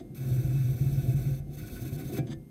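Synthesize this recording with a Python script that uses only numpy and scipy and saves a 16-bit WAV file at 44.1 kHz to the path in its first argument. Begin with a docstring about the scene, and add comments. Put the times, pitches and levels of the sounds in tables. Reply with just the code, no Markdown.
"""Wire brush on a steel panel

A hand wire brush scrubs a weld seam on a large steel panel in two bouts, then grazes it once more.
The wire tips pluck the steel so densely that they hiss through its upper resonances. Each turn of the
hand thumps the panel, whose low boom reaches the microphone through the structure.
A faint electrical whine and room rumble lie under it."""
import sys
import numpy as np
from scipy import signal
from scipy.fft import rfft, irfft, next_fast_len
from scipy.io import wavfile
from scipy.ndimage import uniform_filter1d, map_coordinates

SR = 44100
rng = np.random.default_rng(int(sys.argv[2]) if len(sys.argv) > 2 else 0)


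def dump(signal):
    """Clip the signal to [-1, 1] and save it as 16-bit WAV at the path in sys.argv[1]."""
    limited = np.clip(np.atleast_2d(signal).T, -1, 1)
    pcm = np.round(limited * 32767).astype(np.int16)
    wavfile.write(sys.argv[1], SR, pcm)


N = 110250

# Course of the scrubbing. Each row: time in seconds, hiss level in dB, relative mid ring in dB.
STROKES = [(0.15, -56.5, -4.5), (0.17, -55.5, -5), (0.18, -53, -6), (0.19, -57, -3), (0.33, -52.5, -6.5),
           (0.45, -55, -3), (0.921, -54.5, -5), (0.931, -51.5, -12), (0.95, -54.5, -3.5),
           (1.01, -54.5, -3.5), (1.089, -53.5, -9), (1.099, -53, -6), (1.14, -54, -4), (1.3, -54.5, -5),
           (1.391, -58.5, -8), (1.42, -76, 5), (1.459, -78, -8), (1.525, -65.5, -2), (1.535, -57, -10),
           (1.59, -52, -3.5), (1.61, -57.5, 3), (1.62, -52.5, -8.5), (1.65, -57.5, -2), (1.66, -55.5, -9),
           (1.68, -51, -4), (1.69, -55, 3), (1.71, -54.5, -6.5), (1.75, -51.5, -10.5), (1.77, -49, -3),
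           (1.79, -54, -5.5), (1.84, -52, -6.5), (1.84, -48, -3), (1.869, -50.5, -7.5), (1.91, -57.5, -1.5),
           (1.95, -52.5, -13), (1.969, -52.5, -5), (2.01, -50, -3.5), (2.04, -58, -2), (2.05, -54, -4),
           (2.08, -53.5, -8), (2.12, -54, -6), (2.14, -49, -4), (2.184, -47.5, -0.5), (2.22, -84, 9),
           (2.26, -88, 17)]
# The brush halts to turn. Each row: time in seconds, depth of the dip in dB.
HALT_DIPS = [(.38, 2), (0.754, 4.5), (.92, 0.5), (1.065, 4), (1.151, 6), (1.235, 0), (1.565, 6), (1.61, 3),
             (1.65, 1), (1.695, 4), (1.742, 2), (1.791, 1.5), (1.845, 8.5), (1.905, 4), (1.972, 6),
             (2.04, 0.5), (2.113, 5)]
# Drive of the low modes. Each row: time in seconds, level in dB.
RUMBLE_DRIVE = [(0.0, -37), (0.01, -49.5), (0.19, -49.5), (0.25, -42.5), (0.46, -39), (0.58, -45.5),
                (0.6, -51), (0.62, -44.5), (1.1, -41), (1.12, -45), (1.24, -42.5), (1.47, -49.5),
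                (1.83, -42), (1.87, -42), (1.91, -47.5), (1.92, -34.5), (1.93, -44), (1.96, -39),
                (2.07, -48), (2.08, -37), (2.17, -40.5), (2.19, -34.5), (2.21, -42.5), (2.28, -41),
                (2.3, -42), (2.5, -74)]
# Panel modes in four registers. Each row: frequency in Hz, bandwidth in Hz, gain in dB.
HIGH_MODES = [(3613, 360, -5.5), (4410, 170, -8), (5300, 440, -15), (5900, 150, -6), (6290, 190, -6),
              (7420, 150, -8.5), (8180, 430, -7), (9120, 380, -8), (10440, 360, -11), (12100, 320, -6),
              (12340, 510, -2.5), (12800, 500, -18), (15100, 390, -10)]
MID_MODES = [(1080.4, 28, -1), (1298, 49, -3), (1401, 46, -1), (1486, 27, 6), (1541, 20, 2.5),
             (1642, 14.4, 4.5), (1758, 11, 0.5), (1860, 50, -5.5), (2048, 55, -2), (2191, 42, 2),
             (2333, 60, 3), (2450, 38, -5), (2581, 38.4, 5.5)]
LOW_MODES = [(50, 6.3, -10.5), (84.4, 14.3, -2.5), (201.2, 6.3, 0.5), (224.3, 9, -0.5), (253.1, 7.3, 2.5),
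             (303.4, 8.1, 0.5), (329.9, 6.5, 1), (356.8, 7.2, 1.5), (394.1, 9.6, -5), (456.6, 33, -17),
             (517.7, 6.9, -6), (564, 22, -17.5), (675.6, 10.2, -11), (722.5, 24, -17), (764.4, 15, -16.5)]
BOOM_MODES = [(107.8, 8.5, -6), (128, 6.45, -0.5), (146.1, 6.05, 0)]
# Bristle spectrum, and its change once the brush is sideways. Each row: frequency in Hz, gain in dB.
BRISTLE_SPECTRUM = [(1530, -10), (2600, -21), (3000, -19.5), (3560, -3), (5000, -10), (6220, -1.5),
                    (6960, -16.5), (8080, -10), (10900, -12), (12500, 5), (15700, -9)]
SIDEWAYS_COLOUR = [(3000, 1.5), (4200, 2), (5200, 3), (6000, -2), (6500, 3.5), (7300, 0), (9000, 0.5),
                   (11600, 3.5), (12500, -1), (15000, 1.5)]
# Turns of the hand. Each row: start in seconds, relative boom level in dB, boom pitch in Hz,
# relative thud level in dB, boom T60 in seconds, lead of the damping in seconds.
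HAND_TURNS = [(0.101, -27.5, 153.1, -52, 0.12, 0.012), (0.169, -33.5, 131.2, -54, 0.83, 0.013),
              (0.202, -27.5, 132.8, -63, 1, 0.013), (0.258, -24.5, 130.9, -40, 1, 0.0089),
              (0.31, -19.5, 127.5, -31, 0.7, 0.0091), (0.376, -18, 128.3, -50, 0.32, 0.043),
              (0.44, -15, 136.4, -27, 0.16, 0.029), (0.478, -19.5, 125.2, -48, 0.49, 0.01),
              (0.537, -19, 137.8, -33, 0.57, 0.0097), (0.595, -21.5, 131.8, -54, 1, 0.016),
              (0.639, -22.5, 121.9, -56, 1, 0.015), (0.689, -19, 133.9, -30.5, 0.4, 0.021),
              (0.74, -27.5, 121.8, -41, 0.47, 0.012), (0.805, -12.5, 137.3, -35, 0.17, 0.023),
              (0.857, -14, 136.6, -31, 0.23, 0.031), (0.918, -17, 140.7, -29, 0.22, 0.0055),
              (0.972, -13, 132.4, -41, 0.16, 0.034), (1.029, -22.5, 133, -28, 0.22, 0.0075),
              (1.077, -13, 127.3, -41, 0.23, 0.029), (1.138, -17.5, 137.7, -28, 0.42, 0.0054),
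              (1.195, -29.5, 127, -29.5, 0.28, 0.0077), (1.256, -17.5, 140.5, -53, 0.34, 0.0082),
              (1.312, -23, 135.2, -31.5, 0.37, 0.018), (1.4, -30, 139.5, -31.5, 0.33, 0.015),
              (1.485, -32.5, 142.3, -39, 0.42, 0.015), (1.571, -34.5, 142.7, -38, 0.75, 0.0097),
              (1.618, -33, 115.5, -35.5, 0.54, 0.0072), (1.725, -46, 148.1, -31.5, 0.61, 0.014),
              (1.812, -29, 125.9, -38, 0.33, 0.018), (1.922, -21.5, 121.1, -37, 0.43, 0.033),
              (1.945, -28, 152.4, -55, 0.29, 0.011), (2.05, -32.5, 117, -37, 0.58, 0.0092),
              (2.077, -36.5, 150, -54, 0.36, 0.016), (2.185, -22, 140, -69, 0.66, 0.033),
              (2.225, -35, 121.8, -57, 0.49, 0.012), (2.3, -28.5, 140.4, -42, 0.19, 0.017),
              (2.366, -40.5, 113.4, -42, 0.4, 0.014)]
# Single modes caught by a wire. Each row: start in seconds, frequency in Hz, level in dB.
CAUGHT_MODES = [(1.632, 1475, -50.5), (1.757, 1490, -43.5), (1.86, 2560, -52), (2.182, 2357, -42.5),
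                (2.315, 1760, -46.5)]
# Two lists: a faint opening scrape; then the rasp of the last stroke and a light closing graze.
# Each row: time in seconds, level in dB.
SCRAPE_ENVELOPES = [
    [(0.0, -58), (0.036, -80), (0.054, -83), (0.08, -88)],
    [(2.13, -81), (2.175, -52), (2.195, -54), (2.214, -70), (2.26, -89), (2.272, -57.5), (2.298, -61.5),
     (2.312, -51.5), (2.332, -51.5), (2.386, -103), (2.4, -89)],
]
# Resonances of the scrapes. Each row: frequency in Hz, bandwidth in Hz, gain in dB.
SCRAPE_MODES = [(2250, 60, -6), (3500, 450, -5), (4800, 170, -2), (6300, 150, -2), (7700, 150, -4),
                (9700, 200, -10)]
# Friction noise of the scrapes. Each row: frequency in Hz, relative density in dB.
SCRAPE_SPECTRUM = [(530, -18), (900, 0.5), (2260, -0.5), (2700, -8), (3520, 4.5), (5600, -29), (7000, -37),
                   (15700, -48)]
# The brush back on steel. 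Each row: frequency in Hz, level in dB, T60 in seconds.
KNOCK_MODES = [(300, -24.5, 0.1), (510, -34, .06), (757, -40.5, 0.17)]
# Background noise. Each row: frequency in Hz, relative density in dB.
ROOM_SPECTRUM = [(18, -52), (50, -5.5), (90, -14.5), (140, -2), (400, -23), (625, -35.5), (813, -41),
                 (1270, -49), (7800, -56), (8500, -45.5), (9200, -54.5), (11700, -48), (12500, -47),
                 (13300, -47), (15700, -63)]
# Electrical tones. Each row: frequency in Hz, relative level in dB.
WHINE_TONES = [(2116, -78), (6352, -87)]

TOUCH_S, SIDEWAYS_S, KNOCK_S = 0.1468, 1.47, 2.181
PLUCKS_PER_S, PLUCK_SPREAD_DB, FLUTTER_DB = 6000, 4, 0.5
TIME = np.arange(N) / SR


def bristle_hiss():
    """Shot noise: dense plucks of the wire tips merge into a hiss, filtered by the upper modes."""
    sizes = amp(PLUCK_SPREAD_DB * np.minimum(rng.exponential(size=N), 4.5))
    plucks = (rng.random(N) < PLUCKS_PER_S / SR) * sizes * rng.choice([-1, 1], N)
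    tips = unit(unit(plucks) + 1.9 * rng.standard_normal(N)) * amp(FLUTTER_DB * wobble(44.58))
    hiss = blended(tips, HIGH_MODES) + amp(-7.5) * coloured(tips, BRISTLE_SPECTRUM)
    hiss = wandering_contact(fine_modes(hiss))
    # In the second bout the brush is turned and its wires catch in spurts.
    sideways = unit(coloured(hiss, SIDEWAYS_COLOUR) * amp(wobble(82)))
    return np.where(TIME < SIDEWAYS_S, hiss, sideways)


def fine_modes(x, spacing_hz=25, spread_db=2):
    """High modal density: the sheet's countless small modes give a jagged, random response."""
    knots = rng.standard_normal(SR)
    return unit(filtered(x, lambda hz: amp(spread_db * map_coordinates(knots, [hz / spacing_hz]))))


def wandering_contact(x, spread_db=1):
    """Coupling depends on where the wires land, so patches of gain wander over time and frequency."""
    spectra = signal.stft(x, nperseg=256)[2]
    patches = uniform_filter1d(rng.standard_normal(spectra.shape), size=4, axis=0)
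    patches = uniform_filter1d(patches, size=8, axis=1)
    return unit(signal.istft(spectra * amp(spread_db * unit(patches)), nperseg=256)[1][:N])


def scrubbing():
    """Forced vibration: the strokes set the level of the hiss and drive the mid and low modes."""
    hiss_db, ring_db = curves([(TOUCH_S, *STROKES[0][1:])] + list(STROKES))
    hiss_db -= sum(db * np.exp(-((TIME - at) / 0.0055) ** 2) for at, db in HALT_DIPS)
    rumble_db, = curves(RUMBLE_DRIVE)
    hiss = amp(hiss_db) * bristle_hiss()
    ring = driven(MID_MODES, hiss_db + ring_db - 1 + FLUTTER_DB * wobble(30.2))
    rumble = driven(LOW_MODES, rumble_db + 0.95 * wobble(23.28))
    boom = driven(BOOM_MODES, rumble_db - 1)
    return hiss + ring + rumble + boom


def panel_booms(rise_s=0.008, damp_s=0.023, longest_s=0.086, glide_hz=8):
    """Contact damping: each turn of the hand swells a boom of rising pitch, damped as the next nears."""
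    starts, db, hz, _, t60, lead = np.transpose(HAND_TURNS)
    lengths = np.minimum(np.diff(starts, append=N / SR), longest_s)
    envelope, t = np.zeros(N + SR), np.arange(SR // 2) / SR
    for k, start in enumerate(starts):
        damped_for = np.maximum(t - lengths[k] + lead[k] - rise_s, 0)
        damping = np.exp(-(damped_for / damp_s) ** 2)
        swell = onset(t, rise_s) * amp(db[k] - 0.5 - 60 * t / t60[k])
        envelope[round(start * SR):][:len(t)] += swell * damping
    glide_times = np.ravel([starts, starts + 0.95 * lengths], 'F')
    glide_pitches = np.ravel([hz - glide_hz, hz + glide_hz], 'F')
    pitch = np.interp(TIME, glide_times, glide_pitches)
    return envelope[:N] * np.sin(2 * np.pi * np.cumsum(pitch) / SR)


def deep_thuds():
    """Impulse response: each turn of the hand also sets off two deep, decaying vibrations."""
    out, t = np.zeros(N + SR), np.arange(SR // 2) / SR
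    thud = onset(t, 0.008) * damped_sine(t, hz=50.7, db=1.5, t60=0.31)
    push = (1 - np.exp(-t / 0.0017)) * damped_sine(t, hz=77, db=5.5, t60=0.087)
    for start, _, _, thud_db, _, _ in HAND_TURNS:
        out[round(start * SR):][:len(t)] += amp(thud_db) * (thud + push)
    return out[:N]


def pings(rise_s=0.0068, t60=0.14):
    """Free vibration: a single panel mode is caught and rings briefly, its phase wavering."""
    out, t = np.zeros(N + SR), np.arange(SR // 4) / SR
    rise = 1 - np.exp(-t / rise_s)
    for start, hz, db in CAUGHT_MODES:
        waver = np.cumsum(rng.normal(0, 0.047, len(t)))
        out[round(start * SR):][:len(t)] += rise * damped_sine(t, hz, db, t60, waver)
    return out[:N]


def scrapes():
    """Sliding friction: darker noise gives the opening scrape, last stroke's rasp and closing graze."""
    envelope = sum(amp(curves(rows)[0]) for rows in SCRAPE_ENVELOPES)
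    ring = blended(rng.standard_normal(N), SCRAPE_MODES)
    friction = amp(1.5) * coloured(rng.standard_normal(N), SCRAPE_SPECTRUM)
    return envelope * unit(ring + friction)


def knock():
    """Impact excitation: the brush back strikes the steel once and three modes decay."""
    t = np.maximum(TIME - KNOCK_S, 0)
    return onset(t, 0.003) * sum(damped_sine(t, hz, db, t60) for hz, db, t60 in KNOCK_MODES)


def background(noise_db=-47):
    """Stationary noise floor: room rumble and microphone hiss, with a thin electrical whine."""
    whine = sum(amp(db + 2) * np.sin(2 * np.pi * hz * TIME) for hz, db in WHINE_TONES)
    return amp(noise_db) * coloured(rng.standard_normal(N), ROOM_SPECTRUM) + whine


def amp(db):
    """Amplitude ratio of a level in dB."""
    return 10 ** (np.asarray(db) / 20)


def unit(x):
    """Normalisation to an rms of 1."""
    return x / np.sqrt(np.mean(x ** 2) + 1e-20)


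def onset(t, rise_s):
    """Gaussian rise from 0 to 1."""
    return 1 - np.exp(-(t / rise_s) ** 2)


def damped_sine(t, hz, db, t60, phase=0):
    """Exponential decay of one mode, by 60 dB in t60 seconds."""
    return amp(db - 60 * t / t60) * np.sin(2 * np.pi * hz * t + phase)


def wobble(rate):
    """Smooth random modulation with rate knots a second."""
    return map_coordinates(rng.standard_normal(int(N * rate / SR) + 4), [TIME * rate])


def curves(rows):
    """Linear interpolation of each dB column over time, at -120 dB outside the rows."""
    times, *columns = np.transpose(rows)
    return [np.interp(TIME, times, db, left=-120, right=-120) for db in columns]


def filtered(x, response):
    """Linear filtering: the spectrum of x is multiplied by a frequency response."""
    size = next_fast_len(N + SR // 2)
    return irfft(rfft(x, size) * response(np.fft.rfftfreq(size, 1 / SR)), size)[:N]


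def coloured(x, points):
    """Spectral shaping by (Hz, dB) points on a log frequency axis, at an rms of 1."""
    hz, db = np.transpose(points)
    return unit(filtered(x, lambda f: amp(np.interp(np.log(f + 1), np.log(hz), db))))


def resonant(x, modes):
    """Modal superposition: second-order resonances add with alternating signs."""
    def response(f):
        return sum((-1) ** k * amp(db) * 1j * f * width / (hz * hz - f * f + 1j * f * width)
                   for k, (hz, width, db) in enumerate(modes))
    return filtered(x, response)


def blended(x, modes):
    """Incoherent summation: overlapping resonances add in power, leaving no notches between."""
    def power(f):
        return sum(amp(2 * db) * (f * width) ** 2 / ((hz * hz - f * f) ** 2 + (f * width) ** 2)
                   for hz, width, db in modes)
    return unit(filtered(x, lambda f: np.sqrt(power(f))))


def driven(modes, level_db):
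    """Resonators store energy: noise is given its level before it enters them, so they ring on."""
    noise = rng.standard_normal(N)
    return resonant(noise * amp(level_db), modes) / np.std(resonant(noise, modes))


def scene():
    """Superposition of all sources in one channel."""
    return (scrubbing() + panel_booms() + deep_thuds() + pings() + scrapes() + knock()
            + background())[None]


def record(dry, low_cut_hz=54, top_hz=15790):
    """Band limiting: the microphone rolls off the deepest bass and passes nothing above its limit."""
    return filtered(dry[0], lambda hz: (hz < top_hz) * hz ** 2 / np.sqrt(hz ** 4 + low_cut_hz ** 4))[None]


dry = scene()
out = record(dry)
dump(out)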